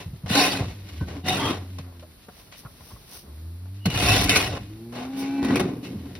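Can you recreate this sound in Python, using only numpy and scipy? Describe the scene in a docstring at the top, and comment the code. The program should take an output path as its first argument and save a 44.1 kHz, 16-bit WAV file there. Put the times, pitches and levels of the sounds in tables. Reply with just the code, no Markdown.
"""A blade scrapes caked wet feed out of a steel cattle feeder, close by and outdoors, in four rough
strokes with lighter touches between. The crust tears in countless tiny breaks that make the trough
ring; lumps crack off and clods thud on the sheet metal. A nearby cow hums twice through her nose,
and the second call rises and opens into a moo. Other cows hum early on and at the end."""
import sys
import numpy as np
from scipy import signal
from scipy.fft import rfft, irfft, next_fast_len
from scipy.io import wavfile
from scipy.ndimage import uniform_filter1d

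SR = 44100
rng = np.random.default_rng(int(sys.argv[2]) if len(sys.argv) > 2 else 0)


def generate_wav(signal):
    """Clip the signal to [-1, 1] and save it as 16-bit WAV at the path in sys.argv[1]."""
    frames = np.transpose(np.atleast_2d(signal))
    scaled = np.clip(frames, -1, 1) * 32767
    pcm = np.round(scaled).astype(np.int16)
    wavfile.write(sys.argv[1], SR, pcm)


N = 273155
T = np.arange(N) / SR
EARS = np.array([[1], [-1]])  # adds a "side" signal to the left ear and takes it from the right

# Table levels are relative. A t60 is the time to fade by 60 dB; a spread is half a swell's length.
# blade strokes: start/s, rise/s, hold/s, t60/s, grind/dB, rasp/dB, rumble/dB, rumble's low edge/Hz
STROKES = [ (0.0, 0.0018, 0.025, 0.13, -38, -42, -47, 100),
           (0.274, 0.098, 0.081, 0.34, -18.5, -21, -31.5, 144),
           (0.502, 0.02, 0.049, 0.59, -29.5, -34, -40.5, 101),
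           (0.775, 0.13, 0.095, 0.53, -48.5, -47, -51.5, 95),
           (1.062, 0.022, 0.086, 0.24, -36, -45.5, -42, 122),
           (1.239, 0.048, 0.22, 0.34, -23.5, -29, -31.5, 138),
           (2.315, 0.057, 0.047, 0.16, -49, -54.5, -80, 100),
           (2.512, 0.012, 0.012, 0.41, -48.5, -47.5, -81, 100),
           (2.686, 0.11, 0.12, 0.48, -51, -54, -57, 99), (3.052, 0.09, 0.025, 0.13, -44, -49.5, -62, 124),
           (3.213, 0.054, .03, 0.2, -48, -79, -47.5, 125),
           (3.876, .21, 0.076, 0.87, -19.5, -21.5, -29.5, 84.5),
           (4.278, 0.029, 0.12, 0.43, -24, -25, -41.5, 97),
           (4.508, 0.035, 0.036, 0.07, -27, -40.5, -76, 92),
           (4.914, 0.047, 0.074, 0.44, -31, -42, -46, 159),
           (5.115, 0.077, 0.046, 1.04, -35, -41.5, -39, 193),
           (5.41, 0.085, 0.12, 0.52, -25.5, -37, -24.5, 174),
           (5.821, 0.025, 0.027, 0.099, -40, -42.5, -52, 166),
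           (5.863, 0.028, .07, 16, -46.5, -53.5, -41, 146)]
# tone of the scraping noise shared by both ears, with a gap near 7 kHz: f/Hz, level/dB
SCRAPE_MID = [(21, -67), (35, 24.5), (103, 2), (222, -2.5), (279, -5), (602, -2), (720, -8), (930, -6),
              (1510, -12.5), (1720, -11.5), (2170, -15.5), (5320, -19), (7230, -41), (9830, -23),
              (16000, -37)]
# the part of the scraping noise that differs between the ears: f/Hz, level/dB
SCRAPE_SIDE = [(35, -57), (60, -34), (301, -10), (363, -2), (458, 5.5), (1340, 1), (1820, -9), (2580, -0.5),
               (5460, -5), (8120, -10.5), (10500, -20.5), (13600, -10), (16000, -17)]
# lumps cracking off: t/s, level/dB, rasp compared with grind/dB
CRACKS = [(0.26, -25, -6.5), (0.323, -31, -2), (0.467, -22, -8), (0.519, -25, 3.5), (0.56, -34, 3),
          (0.886, -38, 5), (1.008, -26, -19), (1.282, -22, 7.5), (1.784, -29, -2), (1.994, -39.5, 2.5),
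          (2.025, -35, -8), (2.284, -29.5, -16), (2.521, -36.5, 0), (2.649, -32, -23), (2.806, -37.5, -13),
          (2.914, -39, -18), (3.655, -38, -20), (3.855, -14, -0.5), (3.9, -23.5, 0.5), (3.973, -23.5, 5.5),
          (4.085, -18.5, 7.5), (4.162, -20, 5), (4.211, -23, 4), (4.292, -16.5, 9), (4.357, -13.5, 5.5),
          (4.367, -18, 2.5), (4.924, -27, -9), (5.19, -35, 4), (5.427, -20, -7), (5.445, -20, -3),
          (5.498, -17, -30), (5.556, -14, -2), (5.595, -13.5, -5), (6.151, -35.5, 5)]
# pitches at which the trough rings (its modes): f/Hz, width/Hz, level/dB
TROUGH_MODES = [(106, 42, -2.5), (190.5, 10.6, -4), (279.4, 20.2, 2), (376.6, 16, -7.5), (722, 27.5, -1),
                (819, 28, -7), (1040, 21, -5.5), (1511, 20, -7), (1950, 32, -9.5), (2158, 54, -3),
                (2444, 34, -9.5), (2505, 18, -7), (2635, 15, 0), (2864, 60, -2.5), (3700, 81, -6),
                (4070, 24, -9), (4400, 130, -24), (5700, 970, -17)]
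# weak bands between those modes: f/Hz, width/Hz, depth from 0 to 1
DEAD_BANDS = [(562, 240, 0.31), (937, 113, 0.4), (1276, 110, 0.4), (1710, 130, 0.28), (2236, 48, 0),
              (3310, 200, 0.26), (4950, 600, 0.41)]
# low outdoor rumble and thin hiss in both ears, with gaps near 7 and 13.6 kHz: f/Hz, level/dB
BACKGROUND_MID = [(15, -24), (25, 4), (97, 3.5), (659, -15), (2350, -22.5), (2990, -26), (4250, -19.5),
                  (5880, -26), (6560, -41), (7710, -47.5), (9320, -22.5), (11600, -19.5), (13600, -35),
                  (14800, -17.5), (16000, -98)]
# the part of that rumble and hiss that differs between the ears: f/Hz, level/dB
BACKGROUND_SIDE = [(15, -52), (25, 3), (92, 8), (840, 4), (1840, -6), (2280, -3), (4250, 2), (5280, -6),
                   (8590, -4.5), (10100, -9), (11300, -17), (13200, 8.5), (16000, -102)]
# clods landing on the sheet floor: t/s, level/dB, middle of the pitch drop/Hz, t60/s
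THUDS = [(0.059, -24, 89, 0.22), (0.131, -27, 130, 0.2), (0.235, -21, 131, 0.2), (0.304, -10, 175, 0.092),
         (0.604, -15.5, 109.5, 0.14), (0.66, -23, 109, 0.24), (1.007, -17, 110.6, 0.23),
         (1.014, -27, 273, 0.2), (1.794, -22.5, 139, 0.074), (2.282, -33.5, 188, 0.062),
         (2.651, -27.5, 121, 0.12), (2.80, -35.5, 104, 0.17), (2.923, -34.5, 72.6, 0.26),
         (3.856, -4, 159, 0.076), (3.871, -3.5, 143, 0.064), (5.424, -22, 275, 0.23),
         (5.514, -25, 292, 0.079), (5.599, -18, 275, 0.12), (5.944, -22, 206, 0.16)]
# patches of steel ringing under the blade: t/s, spread/s, f/Hz, width/Hz, level/dB
STEEL_PATCHES = [(0.374, 0.044, 1510, 110, -30), (0.376, .04, 4070, 140, -27), (0.39, .06, 1047, 99, -32),
                 (0.396, .035, 4560, 130, -28), (0.409, .04, 402, 70, -33), (0.405, .055, 3710, 130, -29),
                 (0.423, .035, 5290, 240, -28.5), (0.519, .015, 4660, 300, -33),
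                 (0.538, .02, 753, 200, -34), (0.611, 0.032, 625, 510, -33), (1.018, .01, 1000, 130, -45),
                 (1.284, .025, 1990, 100, -38), (1.304, 0.038, 2880, 150, -33),
                 (1.319, 0.045, 3720, 180, -32), (1.423, 0.0246, 2010, 90, -38), (1.429, .06, 893, 90, -34),
                 (1.449, .07, 3250, 230, -34.5), (1.459, .06, 1165, 170, -32.5),
                 (1.503, 0.027, 301, 59.6, -27), (2.039, 0.016, 560, 120, -46.5),
                 (2.663, 0.0077, 1250, 280, -43), (2.912, .01, 980, 280, -50.5),
                 (2.967, 0.0096, 1070, 300, -54), (3.863, .008, 4300, 200, -32), (3.9, .05, 2893, 90, -39),
                 (4.098, .04, 2610, 120, -26.5), (4.101, 0.077, 2190, 120, -40),
                 (4.134, .09, 5250, 280, -34.5), (4.138, .08, 742, 110, -29), (4.138, .06, 1490, 130, -37),
                 (4.222, .14, 286, 48.7, -29), (4.33, .05, 2187, 90, -29), (4.33, .05, 1500, 200, -32.5),
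                 (4.327, .04, 455, 69.9, -31.5), (4.37, 0.052, 2486, 80.5, -28.5),
                 (5.484, 0.061, 1910, 140, -41), (5.521, .08, 235, 44.4, -24),
                 (5.564, 0.014, 2400, 259, -29)]
# the blade chattering and pinging on bare steel: t/s, spread/s, f/Hz, level/dB
SQUEALS = [(0.39, 0.024, 820, -20.5), (0.398, 0.057, 284.8, -20), (0.423, 0.021, 727, -20.5),
           (0.436, 0.015, 2480, -21), (1.027, 0.025, 1516, -43), (1.306, 0.04, 737, -24.5),
           (4.118, 0.013, 2653, -18), (4.363, 0.0047, 1223, -15.5), (4.363, 0.0094, 2405, -13),
           (5.61, 0.066, 366, -21.5)]
# the course of each cow call: t/s, pitch/Hz, level/dB
EARLY_HUM = [(0.45, 102, -58), (0.6, 100, -41), (0.88, 97, -41), (1.02, 94, -54)]
NEAR_HUM = [(0.88, 76, -54), (0.97, 79, -40), (1.15, 84, -40), (1.4, 93, -38.5), (1.65, 92, -39.5),
            (1.85, 89, -41.5), (2.04, 83, -46.5), (2.14, 79, -60)]
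NEAR_MOO = [(3.23, 73, -57), (3.29, 72, -43), (3.42, 80, -37), (3.6, 88, -35), (3.78, 99, -37),
            (4.15, 104, -36.5), (4.45, 98, -39), (4.6, 97, -43), (4.8, 112, -40), (4.98, 123, -35.5),
            (5.14, 135, -32), (5.35, 137.5, -25.5), (5.57, 137.5, -25), (5.8, 122, -40), (6.19, 129, -48)]
LATE_HUM = [(5.92, 81, -49), (6.03, 82.5, -40.5), (6.19, 88.3, -44)]
# tone of a cow's voice through the nose and through the open mouth: f/Hz, level/dB
NOSE = [(70, -5), (105, -5), (150, -19), (185, -18), (240, -20.5), (315, -18), (380, -29), (600, -44),
        (1500, -76), (4000, -50)]
MOUTH = [(70, -64), (137, -24), (200, -33), (235, -8.5), (280, 4.5), (325, 0), (400, -23.5), (600, -18),
         (1000, -53), (2500, -42), (4000, -52)]
# loose chaff sliding: t/s, spread/s, level/dB
CHAFF_SLIDES = [(2.392, 0.08, -55.5), (2.592, 0.02, -46.5), (2.88, 0.073, -55), (2.893, 0.33, -59.5),
                (3.155, 0.056, -44), (4.244, 0.0043, -22), (5.201, 0.029, -41)]
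# tone of the hiss of dry husks: f/Hz, level/dB
HUSKS = [(880, -25), (1500, -12.5), (5940, 3), (7760, -35), (8000, -20), (8570, 0), (12100, 0.5),
         (13700, -11), (14300, 0), (16000, -7.5)]


def undb(db):
    """Turn decibels into a number to multiply by."""
    return np.exp(np.log(10) / 20 * np.asarray(db))


def unit(x):
    """Scale x to an average strength (rms) of 1."""
    return x / np.sqrt(np.mean(x ** 2))


def band(x, lo_hz, hi_hz, order=2):
    """Keep the part of x between two frequencies."""
    return signal.sosfilt(signal.butter(order, [lo_hz, hi_hz], "band", fs=SR, output="sos"), x)


def band_rms(x, lo_hz, hi_hz):
    """Strength of x between two frequencies."""
    return np.std(band(x, lo_hz, hi_hz, order=4))


def shape(x, gain_at):
    """Turn each frequency of x up or down by gain_at(hz)."""
    size = next_fast_len(N + SR // 10)
    hz = np.arange(size // 2 + 1) * SR / size
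    return irfft(rfft(x, size) * gain_at(hz), size)[..., :N]


def below(x, edge_hz):
    """Keep the part of x below a frequency."""
    return shape(x, lambda hz: 1 / (1 + (hz / edge_hz) ** 6))


def read_db(tone, hz):
    """Look up the level at any frequency in a tone table."""
    table_hz, db = np.transpose(tone)
    return np.interp(np.log(hz + 1e-9), np.log(table_hz), db)


def colour(x, tone):
    """Filter x by a tone table."""
    return shape(x, lambda hz: undb(read_db(tone, hz)))


def ring(x, hz, width):
    """One resonance: it lets through only the sound near one pitch."""
    return signal.lfilter(*signal.iirpeak(hz, hz / width, fs=SR), x)


def wander(rate):
    """A random curve, about 1 in size, that takes a new turn `rate` times a second."""
    points = rng.standard_normal(4096)
    return 1.25 * np.interp(T * rate, np.arange(len(points)), points)


def fade(start, t60):
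    """Start suddenly, then die away."""
    out, heard = np.zeros(N), slice(int(start * SR), int((start + 2 * t60) * SR))
    out[heard] = np.exp(-np.log(1000) * (T[heard] - start) / t60)
    return out


def swell(centre, spread):
    """A smooth, bell-shaped rise and fall."""
    out, near = np.zeros(N), np.abs(T - centre) < 4 * spread
    out[near] = np.exp(-((T[near] - centre) / spread) ** 2)
    return out


def pressure(start, rise, hold, t60):
    """One stroke: the blade leans in, holds and lets go."""
    out, on = np.zeros(N), (T > start) & (T < start + rise + hold + 2 * t60)
    age = T[on] - start
    lean_in = np.minimum(age / rise, 1) ** 1.06
    let_go = np.exp(-np.log(1000) * np.maximum(age - rise - hold, 0) / t60)
    out[on] = lean_in * let_go
    return out


def settling(patchy_db):
    """Strength of loose crumbs shifting in fits and starts, with one short lull."""
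    return undb(-63 + patchy_db * wander(25)) * (1 - swell(centre=3.4, spread=0.28))


def fractures(rate, spread_db):
    """Tiny breaks click at random moments, about `rate` a second, some larger than others."""
    clicks = (rng.random(N) < rate / SR) * rng.choice([-1, 1], N)
    return unit(clicks * undb(spread_db * np.minimum(rng.standard_normal(N), 2.5)))


def slips(count=4500, t60=0.06, lo_hz=1200, hi_hz=11000):
    """Each slip of the blade plucks the steel at a new spot, which rings briefly at its own pitch."""
    age = np.arange(int(0.75 * t60 * SR)) / SR
    out, decay = np.zeros(N + len(age)), np.exp(-np.log(1000) * age / t60)
    spots = rng.random((count, 2))
    sizes = undb(2.5 * np.minimum(rng.standard_normal(count), 1.5))
    for (when, pitch), size in zip(spots, sizes):
        start, hz = int(when * N), lo_hz + (hi_hz - lo_hz) * pitch
        out[start:start + len(age)] += size * decay * np.sin(2 * np.pi * hz * age)
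    return unit(out[:N])


def crust(push, bite_db=-36):
    """Breaks bunch up as the blade sticks and slips; a hard push bites through to pluck the steel."""
    bite = np.minimum(push / undb(bite_db), 1)
    layers = []
    for tone in (SCRAPE_MID, SCRAPE_SIDE):
        breaks = colour(fractures(rate=4500, spread_db=4) + 0.53 * bite * slips(), tone)
        layers.append(breaks / band_rms(breaks, 2000, 6000))
    mid, side = layers
    return (mid + EARS * undb(-1) * side) * undb(1.23 * wander(220))


def reflections(x, count=3, share=0.14, drift_s=0.00012):
    """Sound bounces between blade and trough; as the blade moves, the hollow tone wanders."""
    out = x.copy()
    for ear in range(2):
        for delay_s in rng.uniform(0.0005, 0.005, count):
            bounced = np.interp(T - delay_s - drift_s * wander(7), T, x[ear])
            out[ear] += share * rng.choice([-1, 1]) * bounced
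    return out / np.sqrt(1 + count * share ** 2)


def load_rumble(bass, pushes):
    """The load on the trough floor rumbles; it comes before the tearing and outlasts it."""
    out = np.zeros((2, N))
    for push, (*_, db, lowest_hz) in zip(pushes, STROKES):
        on = push > 1e-4
        load = push[on] ** 0.54 * undb(db - 1)
        out[:, on] += band(bass[:, on], lowest_hz, 1540, order=3) * load
    return out


def cracks(rise_s=0.0023, t60=0.089):
    """Each lump that breaks off adds a burst of power to the grind and to the rasp."""
    grind_power, rasp_power = np.zeros(N), np.zeros(N)
    for start, db, bright_db in CRACKS:
        burst = undb(db - 7) * fade(start, t60) * np.minimum((T - start) / rise_s, 1)
        grind_power += burst ** 2
        rasp_power += (burst * undb(bright_db)) ** 2
    return grind_power, rasp_power


def scraping(dulling_db_per_s=22, hard_db=-33):
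    """With each stroke the load rumbles (bass), wet feed grinds (middle) and dry grit rasps (treble)."""
    pushes = [pressure(*stroke[:4]) for stroke in STROKES]
    wet_power, dry_power = settling(patchy_db=7) ** 2, settling(patchy_db=4) ** 2
    for push, (start, _, hold, _, wet_db, dry_db, _, _) in zip(pushes, STROKES):
        dulling_db = dulling_db_per_s * np.clip(T - start, 0, hold)  # the dry top crust goes first
        wet_power += (push * undb(wet_db)) ** 2
        dry_power += (push * undb(dry_db - dulling_db)) ** 2
    judder = undb(0.6 * wander(30))
    wet_push, dry_push = np.sqrt(wet_power) * judder, np.sqrt(dry_power) * judder
    wet_bursts, dry_bursts = cracks()
    grind_level = np.sqrt((wet_push * undb(-5.5)) ** 2 + wet_bursts)
    rasp_level = np.sqrt((dry_push * undb(-0.5)) ** 2 + dry_bursts)

    tear = crust(dry_push)
    bass, treble = below(tear, 400), tear - below(tear, 1800)
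    middle = (tear - bass - treble) * undb(EARS * 1.5)  # a little to the left
    hardness = np.minimum(rasp_level / undb(hard_db), 1)
    soft = below(treble, 9500)
    treble = soft + hardness * (treble - soft)  # only a hard break makes the highest treble

    mono = tear.mean(axis=0)
    rumble = load_rumble(bass, pushes) / band_rms(mono, 130, 235)
    grind = grind_level * middle / band_rms(mono, 500, 1500)
    rasp = rasp_level * reflections(treble) / band_rms(mono, 2000, 6000)
    return rumble + grind + rasp


def trough(force, cushion_db=-36, shift_db=4):
    """The steel rings; which modes ring most keeps changing as the blade travels over it."""
    strength = uniform_filter1d(np.abs(force).mean(axis=0), size=900)
    felt = force * np.minimum(strength / undb(cushion_db), 1)  # caked feed cushions light touches
    modes = sum(ring(felt * undb(db + shift_db * np.minimum(wander(18), 1)), hz, width)
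                for hz, width, db in TROUGH_MODES)
    out = 0.64 * force + undb(1.5) * modes
    for hz, width, depth in DEAD_BANDS:
        out = out - depth * ring(out, hz, width)
    return out


def echoes(x, echo_db=-20):
    """Sound scatters faintly off the feeder's walls and the pen."""
    tail = band(rng.standard_normal((2, SR // 2)), 390, 4300) * fade(0.001365, t60=0.19)[:SR // 2]
    tail /= np.sqrt(np.sum(tail ** 2) / 2)
    return x + undb(echo_db) * signal.fftconvolve(x, tail, axes=1)[:, :N]


def background(mid_db=-52, side_db=-59):
    """A low outdoor rumble and a thin hiss, drifting slightly in level."""
    mid = unit(colour(rng.standard_normal(N), BACKGROUND_MID))
    side = unit(colour(rng.standard_normal(N), BACKGROUND_SIDE))
    return (undb(mid_db) * mid + EARS * undb(side_db) * side) * undb(wander(5.62))


def thuds(drop=0.41, drop_s=0.0194, attack_s=0.0036):
    """Clods send bending waves through the metal; higher ones arrive first, so each thud drops in pitch."""
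    out, crumbs = np.zeros(N), unit(band(rng.standard_normal(N), 55, 174))
    for start, db, middle_hz, t60 in THUDS:
        blow = fade(start, t60)
        heard = blow > 0
        age = np.arange(heard.sum()) / SR
        hz = middle_hz * (1 - drop + 2 * drop * np.exp(-age / drop_s))
        level = undb(db - 2) * blow[heard] * (1 - np.exp(-age / attack_s))
        out[heard] += level * (np.sin(2 * np.pi * np.cumsum(hz) / SR) + 0.49 * crumbs[heard])
    return out


def steel_patches():
    """Grit makes one patch of steel after another ring roughly, each at its own pitch."""
    out = np.zeros((2, N))
    for centre, spread, hz, width, db in STEEL_PATCHES:
        near = np.abs(T - centre) < 3 * spread
        push = swell(centre, spread)[near]
        grit = band(rng.standard_normal((2, SR)), hz - width / 2, hz + width / 2)[:, -len(push):]
        mid, side = (unit(x * push) * np.sqrt(np.mean(push ** 2)) for x in grit)
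        apart = 0.58 * min(hz / 3500, 1)  # higher pitches differ more between the ears
        out[:, near] += undb(db) * (mid + EARS * side * apart)
    return out


def squeals(waver=0.009, rough_db=3):
    """Brief rough tones sound where the blade's slipping locks to one pitch."""
    out = np.zeros((2, N))
    slip_time = np.cumsum(1 + waver * wander(300)) / SR
    roughness = undb(-2 + rough_db * wander(200))
    for centre, spread, hz, db in SQUEALS:
        near = np.abs(T - centre) < 3 * spread
        ear_phase = EARS * 0.1 * hz / 2000
        tone = np.sin(2 * np.pi * hz * slip_time[near] + ear_phase)
        out[:, near] += tone * undb(db) * (swell(centre, spread) * roughness)[near]
    return out


def cow_voice(call, mouth=0, boost_db=0, jitter=0.0035, shimmer_db=2.5, count=31):
    """Vocal folds buzz with many harmonics; opening the mouth (0 to 1) favours the throat's resonances."""
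    times, pitches, levels = np.transpose(call)
    sounding = (T >= times[0]) & (T <= times[-1])
    hz, db = np.interp(T, times, pitches), np.interp(T, times, levels)
    mouth = mouth * sounding
    phase = 2 * np.pi * np.cumsum((hz * (1 + jitter * wander(70)))[sounding]) / SR
    moments = np.flatnonzero(sounding)[::100]  # the tone changes slowly, so every 100th sample will do
    harmonics = np.arange(1, count + 1)[:, None]
    harmonic_hz, opening = harmonics * hz[moments], mouth[moments]
    weights = undb((1.5 - opening) * read_db(NOSE, harmonic_hz) + opening * read_db(MOUTH, harmonic_hz))
    weights /= np.sqrt((weights ** 2).sum(axis=0) / 2)
    # upper throat resonances only come out through an open mouth: f/Hz, width/Hz, level/dB
    for centre, width, peak_db in [(795, 120, -11), (1500, 80, -25.5), (2310, 100, -22),
                                   (2610, 70, -27), (4120, 90, -31)]:
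        weights += opening ** 2 * undb(peak_db) / (1 + (2 * (harmonic_hz - centre) / width) ** 2)
    lags = 2 * np.pi * rng.random(count)  # the way across the pen smears each pulse
    voice = np.zeros(N)
    for n, weight, lag in zip(harmonics, weights, lags):
        voice[sounding] += np.interp(T[sounding], T[moments], weight) * np.sin(n * phase + lag)
    # as the cow pushes harder, strong and weak pulses alternate and the voice roughens
    voice[sounding] *= 1 + 0.2 * mouth[sounding] ** 6 * np.sin(phase / 2)
    return voice * undb(db + boost_db + shimmer_db * wander(22) + mouth * wander(110))


def cattle():
    """The near cow barely opens her mouth in her first call and fully in her second; the others hum."""
    barely_open, wide_open = 0.17 * swell(centre=2.1, spread=0.59), swell(centre=5.35, spread=0.6)
    hum = cow_voice(NEAR_HUM, mouth=barely_open, boost_db=2, jitter=0.013, shimmer_db=1.5)
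    moo = cow_voice(NEAR_MOO, mouth=wide_open, jitter=0.005, shimmer_db=1)
    return hum + moo + cow_voice(EARLY_HUM, jitter=0.012) + cow_voice(LATE_HUM)


def chaff():
    """Dry husks slide with a fine, bright hiss."""
    husks = np.array([unit(colour(fractures(rate=3500, spread_db=5.5), HUSKS)) for _ in range(2)])
    return husks * sum(undb(db) * swell(centre, spread) for centre, spread, db in CHAFF_SLIDES)


def feeder_shake(level_db=-37):
    """The long stroke is heavy enough to shake the whole feeder."""
    shudder = unit(band(fractures(rate=670, spread_db=-3), 33, 66))
    return shudder * undb(level_db) * pressure(start=3.98, rise=0.12, hold=0.24, t60=0.2)


def hollow_slide(start=4.35, glide_s=0.24, from_hz=1000, to_hz=530, level_db=-38):
    """As the blade slides out of the long stroke, a hollow resonance falls in pitch."""
    hz = from_hz * (to_hz / from_hz) ** np.clip((T - start) / glide_s, 0, 1)
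    tone = np.sin(2 * np.pi * np.cumsum(hz) / SR)
    grit = unit(band(fractures(rate=2400, spread_db=3.5), 12, 110))
    return grit * tone * undb(level_db) * pressure(start, rise=0.0065, hold=0.22, t60=0.14)


def scene():
    """Work at the feeder in front, the cattle close by, a faint rumble and hiss behind."""
    feeder = trough(scraping()) + steel_patches() + feeder_shake() + hollow_slide() + squeals()
    loose_feed = thuds() + chaff()
    return echoes(feeder + loose_feed + cattle()) + background()


def record(dry, low_hz=42, top_hz=15900, ceiling=0.8):
    """The microphone loses the deepest bass; the hardest peaks are softly rounded, and the recorder cuts the
    top."""
    thin = signal.sosfilt(signal.butter(2, low_hz, "high", fs=SR, output="sos"), dry)
    rounded = ceiling * np.tanh(thin / ceiling)
    return signal.sosfilt(signal.ellip(10, 0.2, 80, top_hz, fs=SR, output="sos"), rounded)


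dry = scene()
out = record(dry)
generate_wav(out)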